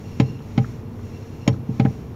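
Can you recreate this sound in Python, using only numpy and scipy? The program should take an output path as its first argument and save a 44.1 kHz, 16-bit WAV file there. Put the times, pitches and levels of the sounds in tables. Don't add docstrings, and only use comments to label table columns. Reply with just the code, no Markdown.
import sys
import numpy as np
from scipy import signal
from scipy.fft import rfft, irfft
from scipy.io import wavfile

SR = 44100
rng = np.random.default_rng(int(sys.argv[2]) if len(sys.argv) > 2 else 0)


def inscribe(sig):
    pcm = np.round(np.clip(np.atleast_2d(sig).T, -1, 1) * 32767)
    wavfile.write(sys.argv[1], SR, pcm.astype(np.int16))


N = 94815


# (time [s], direction [sign, + forward], gain [dB], low-pass [Hz],
# rattle [dB], metal [dB], housing [dB], boom [dB])
KNOCKS = [(.1991, 0.96, 1, 6100, -1.5, 1, 1.5, 1), (.5774, -1, 1, 4200, -4.5, -6, 0, 2.5),
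          (1.4770, 1, 0.5, 8560, -1, 8.5, 4, 1), (1.6905, -1.58, -7.5, 540, -10, -10, -4, 2.5),
          (1.7971, -1, 1.5, 4200, -5, -10, 0.5, 1), (1.8502, -1, 2.5, 1900, -8.5, -7, -1.5, -2)]

def knock(direction, gain_db, lowpass_hz, rattle_db, metal_db, housing_db, boom_db):
    t = np.arange(SR // 2) / SR
    case = clack(rattle_db, metal_db, t) - amp(housing_db) * housing(direction, t)
    lowpass = signal.butter(2, lowpass_hz, fs=SR)
    blow = signal.lfilter(*lowpass, case + thud(direction, boom_db, t))
    return np.sign(direction) * amp(gain_db) * blow


# (frequency [Hz], relative density [dB])
RATTLE_SPECTRUM = [(150, 0.5), (400, 1), (750, 5), (1100, -10.5), (1600, -3), (2250, 0), (3500, -6.5),
                   (4100, -7), (4700, -8.5), (5400, -11.5), (6100, -15), (6900, -5.5), (7800, -26),
                   (12000, -18.5), (16000, -14.5)]
# (frequency [Hz], t60 [s])
RATTLE_DECAY = [(200, 0.051), (800, 0.065), (2200, 0.057), (6000, 0.046), (15000, 0.041)]
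# (frequency [Hz], level [dB], t60 [s])
CASE_MODES = [(652, -24.5, .03), (803, -29.5, 0.049), (1900, -36.5, 0.048), (2160, -24.5, 0.023),
              (2280, -29.5, 0.035), (2770, -36, 0.018), (2883, -28, 0.021), (3115, -33, 0.033),
              (3700, -42, 0.024), (5540, -49, 0.14), (5440, -28.5, 0.016), (6676, -34, 0.039)]

def clack(rattle_db, metal_db, t):
    rattle = amp(rattle_db - 19) * decay(shaped_noise(RATTLE_SPECTRUM, len(t)), RATTLE_DECAY)
    metal = amp(metal_db) * ring(CASE_MODES, t)
    return rise(t, rise_s=0.00078) * (rattle + metal)


# (frequency [Hz], forward level [dB], back level [dB], t60 [s])
HOUSING_MODES = [(556.4, -19.5, -23.5, 0.071), (636, -29.5, -23, 0.056), (796, -25, -20, 0.082),
                 (819, -23.5, -44, 0.07), (1031, -25, -32.5, 0.049), (1283, -33, -32.5, 0.068)]

def housing(direction, t):
    return rise(t, rise_s=0.0025) * ring(flank(HOUSING_MODES, direction), t)


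# (frequency [Hz], forward level [dB], back level [dB], t60 [s])
COLUMN_MODES = [(232.2, 4.5, 4.5, .023), (275.7, -1.5, -15, 0.037), (439.8, -19, -24, 0.14)]
# (frequency [Hz], forward level [dB], back level [dB], t60 [s])
DASHBOARD_MODES = [(92.25, -18, -24, 0.44), (125.3, -4.5, -6, 0.18), (154.2, -4, -6.5, 0.08),
                   (205.4, -29, -15, .09)]

def thud(direction, boom_db, t):
    column = rise(t, rise_s=0.0054) * ring(flank(COLUMN_MODES, direction), t)
    boom = rise(t, rise_s=0.011) * ring(flank(DASHBOARD_MODES, direction), t)
    return amp(boom_db) * boom - column


# (time [s], gain [dB])
NUDGES = [(.296, -14.5), (.372, -26.5), (.655, -26), (1.135, -24), (1.59, -20.5)]

def nudge(gain_db, lowpass_hz=250):
    push = thud(direction=1, boom_db=0, t=np.arange(SR // 2) / SR)
    return amp(gain_db) * signal.lfilter(*signal.butter(2, lowpass_hz, fs=SR), push)


# (time [s], gain [dB], pitch [Hz])
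TICKS = [(.390, -49, 2640), (.4050, -40.5, 1160), (.6442, -32.5, 1440), (.9921, -45.5, 1200),
         (1.468, -26, 584), (1.529, -48, 4040), (1.5399, -35, 1160), (1.859, -31.5, 1700)]

def tick(gain_db, pitch_hz, width_oct=0.42, t60_s=0.029):
    t = np.arange(SR // 8) / SR
    burst = noise(lambda hz: (1 + (np.log2((hz + 1) / pitch_hz) / width_oct) ** 2) ** -2, len(t))
    return amp(gain_db) * burst * rise(t, rise_s=0.00044) * fall(t, t60_s)


# (time [s], level [dB])
RUB_ENVELOPE = [(0, -55.5), (.17, -54.5), (.32, -56), (.37, -61.5), (.5, -56), (.7, -53), (.8, -61),
                (.87, -68), (.97, -62.5), (1.06, -55.5), (1.42, -58), (1.54, -56), (1.62, -70.5),
                (1.74, -56), (1.92, -54.5), (2.14, -64.5)]
# (frequency [Hz], relative density [dB])
RUB_SPECTRUM = [(1200, 0), (2400, 4.5), (2800, -3.5), (3300, -2.5), (4400, -3), (5000, -7), (5600, 4),
                (6200, -4), (6900, -1), (7800, -15.5), (10000, -16.5)]

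def shaft_rub():
    return envelope(RUB_ENVELOPE) * shaped_noise(RUB_SPECTRUM, N)


# (time [s], gain [dB])
WHINE_ENVELOPE = [(0, -80), (.08, -61.5), (.17, -58), (.25, -61.5), (.3, -55), (.33, -63), (.39, -64.5),
                  (.46, -70.5), (1.0, -71), (1.15, -65), (1.3, -64.5), (1.45, -66), (1.551, -72.5),
                  (2.14, -75)]
# (centre [Hz], width [Hz], relative level [dB])
WHINE_BANDS = [(2744, 150, 2.5), (4220, 110, -6), (5470, 420, -5.5)]

def gear_whine(flutter_db=4, flutter_hz=30):
    wobble = noise(lambda hz: np.exp(-(hz / flutter_hz) ** 2), N)
    flutter = unit_rms(amp(flutter_db * wobble))
    return envelope(WHINE_ENVELOPE) * flutter * tones(WHINE_BANDS)


# (frequency [Hz], t60 [s])
CABIN_DECAY = [(100, 0.55), (250, .42), (420, 0.27), (1000, 0.16), (6000, 0.038)]

def cabin_reverb(x, wet_db=-19):
    tail = decay(rng.standard_normal(SR // 2), CABIN_DECAY)
    return amp(wet_db) * signal.fftconvolve(x, tail / np.linalg.norm(tail))[:N]


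# (centre [Hz], width [Hz], level [dB])
HUM_BANDS = [(98.6, 15, -39), (235.2, 12, -44), (443.5, 67, -49.5)]
# (frequency [Hz], relative density [dB])
RUMBLE_SPECTRUM = [(25, -6), (45, -10.5), (62, 0.5), (85, 0.5), (120, 3.5), (160, -1.5), (250, -7),
                   (340, -8.5), (450, -13), (600, -19.5), (1000, -22), (1600, -32), (2600, -36.5),
                   (4500, -44), (7000, -48.5), (8500, -57), (11500, -46.5), (15500, -50.5)]

def background(rumble_db=-35.5):
    return tones(HUM_BANDS) + amp(rumble_db) * shaped_noise(RUMBLE_SPECTRUM, N)


def flank(modes, direction):
    return [(hz, forward if direction > 0 else back, t60_s) for hz, forward, back, t60_s in modes]


def ring(modes, t):
    return sum(amp(db) * fall(t, t60_s) * np.sin(2 * np.pi * hz * t) for hz, db, t60_s in modes)


def rise(t, rise_s):
    return 1 - np.exp(-t / rise_s)


def fall(t, t60_s):
    return np.exp(-np.log(1000) * t / t60_s)


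def decay(x, points):
    hz, t, spectrum = np.fft.rfftfreq(len(x), 1 / SR), np.arange(len(x)) / SR, rfft(x)
    centres_hz, t60s = np.transpose(points)
    weights = (log_interp(np.c_[centres_hz, share], hz) for share in np.eye(len(t60s)))
    return sum(irfft(spectrum * weight, len(x)) * fall(t, t60_s) for weight, t60_s in zip(weights, t60s))


def noise(gain, size):
    hz = np.fft.rfftfreq(size, 1 / SR)
    return unit_rms(irfft(gain(hz) * np.exp(2j * np.pi * rng.random(len(hz))), size))


def shaped_noise(spectrum, size):
    return noise(lambda hz: amp(log_interp(spectrum, hz)), size)


def tones(bands):
    return sum(amp(db) * noise(lambda hz: 1 / (1 + (2 * (hz - centre_hz) / width_hz) ** 2), N)
               for centre_hz, width_hz, db in bands)


def envelope(points):
    return amp(np.interp(np.arange(N) / SR, *np.transpose(points)))


def log_interp(points, hz):
    knots_hz, values = np.transpose(points)
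    return np.interp(np.log(hz + 1), np.log(knots_hz + 1), values)


def amp(db):
    return 10 ** (np.asarray(db) / 20)


def unit_rms(x):
    return x / np.sqrt(np.mean(x ** 2) + 1e-20)


def scene():
    blows = np.zeros(N)
    for table, source in (KNOCKS, knock), (TICKS, tick), (NUDGES, nudge):
        for time_s, *settings in table:
            start = round(time_s * SR)
            sound = source(*settings)[:N - start]
            blows[start:start + len(sound)] += sound
    return (blows + cabin_reverb(blows) + gear_whine() + shaft_rub() + background())[None]


def record(dry, low_cut_hz=20, high_cut_hz=15700):
    thinned = signal.lfilter(*signal.butter(1, low_cut_hz, "high", fs=SR), dry)
    lowpass = signal.firwin(511, high_cut_hz, window=("kaiser", 9), fs=SR)
    return signal.oaconvolve(thinned, lowpass[None], "same")


dry = scene()
out = record(dry)
inscribe(out)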